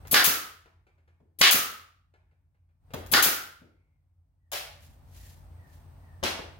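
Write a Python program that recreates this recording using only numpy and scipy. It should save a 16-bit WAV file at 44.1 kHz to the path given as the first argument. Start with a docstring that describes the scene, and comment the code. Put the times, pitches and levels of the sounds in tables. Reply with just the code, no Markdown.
"""Three hard staple shots into a wooden frame: valve hiss, crack, roar of air and a bright exhaust puff.
Boards tap and slide, wood knocks, steel ticks, the tool's latch clacks and the tool is set down on the floor.
Thin hisses, rubbing cloth and faint falling whistles lie around this; hum and workshop air swell and sink.
Noise bursts, ringing modes and sines make the sources; bench scatter and garage echo carry the tool, boards
and whistles. A limiter flattens the peaks."""
import sys
import numpy as np
from scipy import signal
from scipy.fft import rfft, irfft, next_fast_len
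from scipy.io import wavfile
from scipy.ndimage import uniform_filter1d

SR = 44100
rng = np.random.default_rng(int(sys.argv[2]) if len(sys.argv) > 2 else 0)


def to_wav(sig):
    """Store sig (one row per channel, or 1-D mono) as 16-bit WAV at the path in sys.argv[1].

    Samples outside -1..1 are clipped; the rate is SR.
    """
    pcm = np.clip(np.atleast_2d(sig), -1, 1) * 32767
    pcm = np.round(pcm).astype(np.int16)
    wavfile.write(sys.argv[1], SR, pcm.T)  # frames by channels


N = 290619
TIME_S = np.arange(N) / SR

# Source levels are those ahead of the room paths and limiter.
# Staple shots. Each row: blow in seconds, valve lead in seconds, valve level in dB, crack level in dB,
# board level in dB, housing ring in Hz, trigger hold in seconds, roar level in dB,
# nose resonance in Hz, its width in Hz, its level in dB.
SHOTS = [(0.14, 0.029, -22, -10.5, -31, 1280, 0.1, -15.5, 1567, 480, -21.5),
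         (1.412, 0.025, -36, -7, -37.5, 1260, 0.096, -14, 2958, 2200, -13.5),
         (3.135, 0.02, -24, -10.5, -27.5, 1400, 0.088, -16.5, 1450, 330, -20)]
# Tool or hand on wood. Each row: start in seconds, level in dB, dull above Hz, bench boom in dB.
KNOCKS = [(0.128, -21.5, 3100, -62), (1.201, -61, 1327, -60), (1.41, -23, 9100, -41),
          (2.936, -26, 2970, -37.5), (3.124, -26, 4590, -53), (3.616, -61.5, 692, -50.5),
          (6.388, -31, 2500, -54)]
# Small steel parts. Each row: start in seconds, level in dB.
CLICKS = [(0.072, -27.5), (2.936, -22.5), (3.062, -29), (4.517, -16.5), (5.165, -43.5)]
# Tool body at the latch, then on the floor. Each row: start in seconds, level in dB, dull above Hz,
# hollow ring in Hz, ring level in dB, thud level in dB.
CLACKS = [(4.521, -28, 14100, 636, -40.5, -61), (4.530, -21, 13800, 626, -38, -84),
          (6.228, -24, 3000, 560, -32, -30), (6.235, -16, 7260, 653, -33, -37.5)]
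# Boards shifting under the hand. Each row: start in seconds, slide level in dB.
SHIFTS = [(0.05, -52), (0.658, -60), (0.867, -65), (0.98, -74), (1.076, -67.5), (2.138, -65), (2.312, -77),
          (2.545, -80.5), (2.69, -81), (2.905, -58.5)]
# Thin hisses, probably air in the hose. Each row: start in seconds, length in seconds, centre in Hz,
# width in Hz, level in dB.
HISSES = [(3.55, 0.45, 2170, 400, -86), (5.228, 0.06, 7380, 220.5, -69.5)]
# Faint falling whistles, like a bird outside. Each row: start in seconds, level in dB.
WHISTLES = [(4.38, -88), (5.17, -70.5), (5.561, -67), (6.004, -67.5)]
# Sleeve and hose rubs. Each row: start in seconds, length in seconds, level in dB.
RUBS = [(4.836, 0.019, -60.5), (5.167, 0.14, -57), (5.73, 0.014, -64)]
# Joint swells of hum, air and hiss. Each row: start in seconds, end in seconds, rise time in seconds,
# strength as a factor on the swell dB.
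SWELLS = [(0, 0.107, 0.0013, 1.1), (2.795, 3.14, 0.11, 1.2), (4.448, 6.586, 0.24, 0.97)]
# Steady hum tones. Each row: frequency in Hz, level in dB relative to the rumble.
HUM_TONES = [(53.5, -8.5), (88, -3), (142, -14.5)]

# Relative noise spectra of the sources. Each row: frequency in Hz, density in dB per Hz.
CRACK_COLOUR = [(60, -18.5), (250, -18), (800, -4.5), (1500, 1), (4300, -4), (6500, -3), (8200, -11),
                (12000, -9), (16000, -26)]
BOARD_COLOUR = [(30, -28), (100, -13), (190, -12.5), (290, 0), (430, -8), (560, -7.5), (750, 0.5),
                (1050, -11), (2500, -36.5)]
ROAR_COLOUR = [(80, -33.5), (400, -17), (750, -12), (1050, -1.5), (1700, 5.5), (2400, -2), (3200, 1),
               (4800, 2.5), (6800, -14), (8000, -18.5), (12000, -11), (16000, -14)]
VALVE_COLOUR = [(100, -12.5), (280, -4.5), (450, -30.5), (950, -25), (1300, -19.5), (4000, -13),
                (6300, -12), (8500, -11.5), (11500, -0.5), (16000, -5)]
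EXHAUST_COLOUR = [(80, -17.5), (450, -19.5), (1000, -11.5), (1400, -4), (2300, -5.5), (3800, -6.5),
                  (6800, -5), (7900, -10), (9500, -7), (12000, -3), (15000, -3.5), (16000, 1.5)]
WOOD_COLOUR = [(60, -8), (300, 5), (700, 1), (1000, -6), (2200, -10.5), (5000, -9.5), (16000, -12)]
BOOM_COLOUR = [(25, -18), (70, 0), (130, 0.5), (190, -2.5), (290, 1), (400, -3.5), (700, -14.5),
               (2000, -49)]
CLACK_COLOUR = [(100, -10), (370, -22), (620, 3), (950, -6), (1400, -5), (3000, -2.5), (5500, -5.5),
                (8000, -11.5), (11000, -8), (16000, -7.5)]
SHIFT_COLOUR = [(100, -9.5), (400, 1.5), (620, -1.5), (900, 2.5), (1250, -6), (1650, -1), (1950, -5.5),
                (2300, -2), (3000, -13), (6000, -24), (16000, -35)]
RUB_COLOUR = [(880, -30), (1500, -8), (1810, -3), (2320, -5), (7240, -5.5), (7840, -9.5), (12100, -5),
              (16000, -9.5)]
HUM_COLOUR = [(20, -26), (38, -16.5), (54, -0.5), (66, -7), (83, 5), (102, -8), (142, -10.5), (190, -24.5),
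              (280, -23.5), (450, -47), (800, -91.5)]
AIR_COLOUR = [(120, -22.5), (200, -2.5), (440, -9), (600, -5), (850, -4.5), (1300, -12), (2000, -18),
              (3500, -24.5), (4500, -25), (7000, -30), (7600, -34.5), (8300, -20), (9600, -31),
              (15000, -26)]

# Garage decay ahead of the late fade. Each row: frequency in Hz, time to fall 60 dB in seconds.
GARAGE_T60 = [(80, 0.084), (300, 0.51), (700, 0.58), (1500, 0.61), (3000, 0.56), (6000, 0.47),
              (10000, 0.42), (16000, 0.38)]
# Left-right likeness of diffuse sound. Each row: frequency in Hz, correlation from -1 to 1.
LIKENESS = [(60, 1), (300, 0.6), (600, 0.51), (1000, -0.018), (2000, 0.15), (5000, 0.0)]

HOUSING_WIDTH_HZ, HOUSING_DB, HOUSING_T60_S = 230, -36, 0.36
HOUSING_RISE_S, HOUSING_HOLD_S = 0.04, 0.17
# Hiss starts to die this long before the blow; thump is relative to the hiss.
VALVE_GAP_S, VALVE_THUMP_DB = 0.0034, -16.5
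EXHAUST_HOLD_S, EXHAUST_DB = 0.026, -14.5
# Piston knocks home this long after trigger release.
RETURN_S, RETURN_DB, RETURN_DULL_HZ, RETURN_BOOM_DB = 0.031, -25, 2450, -39.5
REBOUND_S, REBOUND_DB = 0.0076, -1
SLIDE_S, TAP_DB = 0.042, 1.5  # tap relative to the slide
WHISTLE_S, WHISTLE_START_HZ, WHISTLE_END_HZ, WAVER_RMS_HZ = 0.125, 2006, 1690, 25
RUB_RISE_DB_PER_S, RUB_FALL_DB_PER_S = 214, 130
# Rest level, gain of a full swell at strength 1, sink time constant.
HUM_DB, HUM_SWELL_DB, HUM_SINK_S = -68.5, 17.5, 0.17
AIR_DB, AIR_SWELL_DB, AIR_SINK_S = -89.5, 27, 0.32
HISS_DB, HISS_SWELL_DB, HISS_SINK_S = -98, 10.5, 0.2
LEFT_LEAD_SAMPLES = 12
CUTOFF_HZ = 16000


def blows():
    """The driver cracks into the staple; the board booms and the air sets the housing ringing."""
    out = np.zeros(N)
    for s, _, _, crack_db, board_db, housing_hz, *_ in SHOTS:
        add(out, s, burst(colour(CRACK_COLOUR), crack_db, t60_s=0.0066, hold_s=0.0054))
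        add(out, s, burst(colour(BOARD_COLOUR), board_db, t60_s=0.17, hold_s=0.023))
        housing = ringing(housing_hz, HOUSING_WIDTH_HZ, HOUSING_DB, HOUSING_T60_S,
                          HOUSING_HOLD_S, HOUSING_RISE_S)
        add(out, s, housing)
    return out


def roars():
    """Air behind the piston rushes out while the trigger is held, through the resonance of the nose."""
    out = np.zeros(N)
    for s, *_, held_s, roar_db, nose_hz, width_hz, nose_db in SHOTS:
        add(out, s, swell(colour(ROAR_COLOUR), roar_db, held_s, skew=0.3))
        add(out, s, swell(resonance(nose_hz, width_hz), nose_db, held_s, skew=0.95))
    return out


def air_jets():
    """Air thumps and hisses through the trigger valve; the cylinder vents at trigger release."""
    out = np.zeros(N)
    for s, lead_s, valve_db, _, _, _, held_s, *_ in SHOTS:
        hiss = burst(colour(VALVE_COLOUR), valve_db, t60_s=.015, hold_s=lead_s - VALVE_GAP_S, rise_s=.002)
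        thump = burst(colour(BOOM_COLOUR), valve_db + VALVE_THUMP_DB, t60_s=.05)
        puff = burst(colour(EXHAUST_COLOUR), EXHAUST_DB, t60_s=0.077, hold_s=EXHAUST_HOLD_S, rise_s=0.0018)
        add(out, s - lead_s, hiss)
        add(out, s - lead_s, thump)
        add(out, s + held_s, puff)
    return out


def knock(db, dull_hz, boom_db):
    """A short woody rap over the boom of the bench."""
    rap = burst(colour(WOOD_COLOUR, dull_hz), db, t60_s=0.06)
    boom = burst(colour(BOOM_COLOUR), boom_db, t60_s=0.2)
    return rap + boom


def knocks():
    """Knocks on wood, the piston's return after each shot, and small steel parts that rebound once."""
    out = np.zeros(N)
    for s, db, dull_hz, boom_db in KNOCKS:
        add(out, s, knock(db, dull_hz, boom_db))
    for s, _, _, _, _, _, held_s, *_ in SHOTS:
        add(out, s + held_s + RETURN_S, knock(RETURN_DB, RETURN_DULL_HZ, RETURN_BOOM_DB))
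    for s, db in CLICKS:
        for k in range(2):
            add(out, s + k * REBOUND_S, burst(colour(EXHAUST_COLOUR), db + k * REBOUND_DB, t60_s=0.0088))
    return out


def clacks():
    """Hard contacts on the tool's hollow body: clack, ring and thud."""
    out = np.zeros(N)
    for s, db, dull_hz, ring_hz, ring_db, thud_db in CLACKS:
        add(out, s, burst(colour(CLACK_COLOUR, dull_hz), db, t60_s=0.041, rise_s=0.0019))
        add(out, s, ringing(ring_hz, width_hz=220, level_db=ring_db, t60_s=0.11))
        add(out, s, burst(colour(BOOM_COLOUR), thud_db, t60_s=0.06))
    return out


def slides():
    """A board taps, then wood rubs on wood in a short, grainy stroke."""
    out, wood = np.zeros(N), colour(SHIFT_COLOUR)
    for s, db in SHIFTS:
        add(out, s, burst(wood, db + TAP_DB, t60_s=0.04))
        stroke = swell(wood, db, SLIDE_S, skew=0.2)
        add(out, s, stroke * friction(depth_db=1, rate_hz=230, size=SR))
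    return out


def hose_hisses():
    """Narrow bands of noise that grow and ebb."""
    out = np.zeros(N)
    for s, length_s, hz, width_hz, db in HISSES:
        add(out, s, swell(resonance(hz, width_hz), db, length_s, skew=0.64))
    return out


def whistles():
    """Each sine note slides down and wavers at random."""
    out = np.zeros(N)
    phase = np.clip(TIME_S[:SR] / WHISTLE_S, 0, 1)
    glide_hz = WHISTLE_START_HZ + (WHISTLE_END_HZ - WHISTLE_START_HZ) * phase
    for s, db in WHISTLES:
        hz = glide_hz + WAVER_RMS_HZ * noise(resonance(60, width_hz=120))
        tone = np.sin(2 * np.pi * np.cumsum(hz) / SR)
        add(out, s, from_db(db) * np.sin(np.pi * phase) * tone)
    return out


def rub_gain():
    """Each stroke of cloth grows, holds and fades."""
    gain = np.zeros(N)
    for s, length_s, db in RUBS:
        before_s = np.maximum(s - TIME_S, 0)
        after_s = np.maximum(TIME_S - s - length_s, 0)
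        gain += from_db(db - RUB_RISE_DB_PER_S * before_s - RUB_FALL_DB_PER_S * after_s)
    return gain


def hum_tones():
    """The clean lines of a motor running somewhere."""
    out = np.zeros(N)
    for hz, db in HUM_TONES:
        out += from_db(db) * np.sqrt(2) * np.sin(2 * np.pi * (hz * TIME_S + rng.random()))
    return out


def background_gain(rest_db, swell_db, sink_s):
    """The level climbs from rest during each swell and settles back after it."""
    lift = np.zeros(N)
    for start_s, end_s, rise_s, strength in SWELLS:
        climb = 1 - np.exp(-np.maximum(TIME_S - start_s, 0) / rise_s)
        sink = np.exp(-np.maximum(TIME_S - end_s, 0) / sink_s)
        lift += strength * climb * sink
    return from_db(rest_db + swell_db * lift)


def from_db(db):
    """Decibels to gain."""
    return 10 ** (np.asarray(db) / 20)


def rms_one(x):
    """Scale to unit power."""
    return x / np.sqrt(np.mean(x ** 2) + 1e-20)


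def at_hz(points, hz):
    """Read a table on a log-frequency axis."""
    table_hz, values = np.array(points).T
    return np.interp(np.log(hz), np.log(table_hz), values)


def bins_hz(size):
    """Spectrum bin frequencies, floored at 1 Hz for the logarithm."""
    return np.maximum(np.fft.rfftfreq(size, 1 / SR), 1)


def colour(points, dull_hz=np.inf):
    """Gain by frequency of a spectrum; a soft contact dulls it."""
    return lambda hz: from_db(at_hz(points, hz)) / np.sqrt(1 + (hz / dull_hz) ** 4)


def resonance(centre_hz, width_hz):
    """Gain by frequency of a resonance with steep skirts."""
    return lambda hz: 1 / (1 + ((hz * hz - centre_hz ** 2) / (hz * width_hz)) ** 2)


def noise(shape, size=SR):
    """Random-phase noise of unit power with the given gain by frequency."""
    hz = bins_hz(size)
    spectrum = shape(hz) * np.exp(2j * np.pi * rng.random(len(hz)))
    return rms_one(irfft(spectrum, size))


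def diffuse(shape, size):
    """Stereo noise arriving from all sides: alike in the bass, largely unrelated above."""
    padded = next_fast_len(size)
    hz = bins_hz(padded)
    likeness = np.clip(at_hz(LIKENESS, hz), -.99, .99)
    mid, side = rfft(rng.standard_normal((2, padded))) * shape(hz)
    mid, side = mid * np.sqrt(1 + likeness), side * np.sqrt(1 - likeness)
    return rms_one(irfft([mid + side, mid - side], padded)[:, :size])


def envelope(t60_s, hold_s, rise_s):
    """One second of a gain that rises, holds and dies away."""
    t = TIME_S[:SR]
    return (1 - np.exp(-t / rise_s)) * from_db(-60 * np.maximum(t - hold_s, 0) / t60_s)


def evened(x, shape):
    """Keep the phases, hence timing, of a one-second sound; impose a spectrum free of chance resonances."""
    return irfft(shape(bins_hz(SR)) * np.exp(1j * np.angle(rfft(x))), SR)


def burst(shape, level_db, t60_s, hold_s=0., rise_s=.0008):
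    """A short burst of noise with a smooth spectrum."""
    gain = envelope(t60_s, hold_s, rise_s)
    # The gain is split around the evening, to trim the noise that spreads in time.
    sound = evened(gain ** .75 * rng.standard_normal(SR), shape) * gain ** .25
    return from_db(level_db) * rms_one(sound) * np.sqrt(np.mean(gain ** 2))


def ringing(hz, width_hz, level_db, t60_s, hold_s=0., rise_s=0.00047):
    """A cluster of close modes, as narrow noise, is set ringing and dies away."""
    return from_db(level_db) * envelope(t60_s, hold_s, rise_s) * noise(resonance(hz, width_hz))


def swell(shape, level_db, length_s, skew):
    """One second holding a rush of noise that grows and ebbs; skew below 1 peaks early."""
    phase = np.clip(TIME_S[:SR] / length_s, 0, 1) ** skew
    return from_db(level_db) * np.sqrt(np.abs(np.sin(np.pi * phase))) * noise(shape)


def friction(depth_db, rate_hz, size):
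    """Uneven gain of surfaces that catch and slip, as slow noise in dB."""
    wander = noise(lambda hz: 1 / (1 + (hz / rate_hz) ** 2), size)
    return rms_one(from_db(depth_db * wander))


def add(track, s, sound):
    """Mix a sound in at a time in seconds."""
    start = max(round(s * SR), 0)
    track[start:start + len(sound)] += sound[:N - start]


def garage(late_fade_db=22):
    """Stereo echo: reflections thicken quickly, each band dies at its own rate, faster towards the end."""
    t, centres_hz = TIME_S[:SR], np.array(GARAGE_T60)[:, 0]
    hz = bins_hz(SR)
    reflections, echo = rfft(diffuse(np.ones_like, SR)), 0
    # Each row of the identity matrix makes one triangular band on the log-frequency axis.
    for share, (_, t60_s) in zip(np.eye(len(centres_hz)), GARAGE_T60):
        band = irfft(reflections * np.interp(np.log(hz), np.log(centres_hz), share), SR)
        echo = echo + band * from_db(-60 * t / t60_s)
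    echo = echo * (1 - np.exp(-t / 0.011)) * from_db(-late_fade_db * t ** 2)
    return rms_one(echo) / np.sqrt(SR)


def heard(source, direct_db, bench_db, room_db, pan_db):
    """Direct sound reaches the left microphone first; bench scatter and room echo add to it."""
    fade = np.exp(-TIME_S[:SR] / .016)
    scatter = evened(diffuse(np.ones_like, SR) * fade ** 3, np.ones_like) * fade
    scatter = rms_one(scatter) / np.sqrt(SR)
    paths = from_db(bench_db) * scatter + from_db(room_db) * garage()
    paths[0, 0] += from_db(direct_db + pan_db / 2)
    paths[1, LEFT_LEAD_SAMPLES] += from_db(direct_db - pan_db / 2)
    return signal.oaconvolve(source[None], paths, axes=1)[:, :N]


def scene():
    """Tool, boards and whistles through the garage paths, over hum, air, hiss and rubbing cloth."""
    work = heard(blows(), direct_db=-6.5, bench_db=-7.5, room_db=-3.5, pan_db=2.5)
    work += heard(roars(), direct_db=-17.5, bench_db=-2, room_db=-13.0, pan_db=-6.5)
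    work += heard(air_jets(), direct_db=-2.0, bench_db=-1, room_db=0.0, pan_db=11.0)
    work += heard(knocks(), direct_db=-8.5, bench_db=-2.5, room_db=-3.5, pan_db=7.5)
    work += heard(clacks(), direct_db=-6.5, bench_db=-4.5, room_db=3.0, pan_db=11.5)
    work += heard(slides() + hose_hisses(), direct_db=-2.5, bench_db=-5.5, room_db=-3.5, pan_db=3)
    far = heard(whistles(), direct_db=-4.0, bench_db=-5.5, room_db=3.5, pan_db=4.0)
    rub = rub_gain() * diffuse(colour(RUB_COLOUR), N) * friction(depth_db=1.5, rate_hz=60, size=N)
    motor = diffuse(colour(HUM_COLOUR), N) + hum_tones()
    hum = background_gain(HUM_DB, HUM_SWELL_DB, HUM_SINK_S) * motor
    air = background_gain(AIR_DB, AIR_SWELL_DB, AIR_SINK_S) * diffuse(colour(AIR_COLOUR), N)
    hiss = background_gain(HISS_DB, HISS_SWELL_DB, HISS_SINK_S) * diffuse(np.ones_like, N)
    return work + far + rub + hum + air + hiss


def limiter(x, ceiling_db, release_db_per_s, attack_s):
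    """The gain drops quickly when the power passes the ceiling and recovers steadily."""
    power = uniform_filter1d(np.mean(x ** 2, axis=0), size=176)  # 4 ms
    over_db = np.maximum(10 * np.log10(np.maximum(power, 1e-12)) - ceiling_db, 0)
    release_db = release_db_per_s * TIME_S
    held_db = np.maximum.accumulate(over_db + release_db) - release_db
    pole = np.exp(-1 / (attack_s * SR))
    return x * from_db(-signal.lfilter([1 - pole], [1, -pole], held_db))


def record(dry):
    """The left microphone is fuller in the low mids; a limiter flattens the shots and the top is cut."""
    low_mids = signal.sosfilt(signal.butter(1, [180, 650], "band", fs=SR, output="sos"), dry)
    coloured = dry + .16 * low_mids * [[1], [-1]]
    limited = limiter(coloured, ceiling_db=-14.0, release_db_per_s=158.5, attack_s=.003)
    return signal.sosfilt(signal.ellip(12, .1, 80, CUTOFF_HZ, fs=SR, output="sos"), limited)


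dry = scene()
out = record(dry)
to_wav(out)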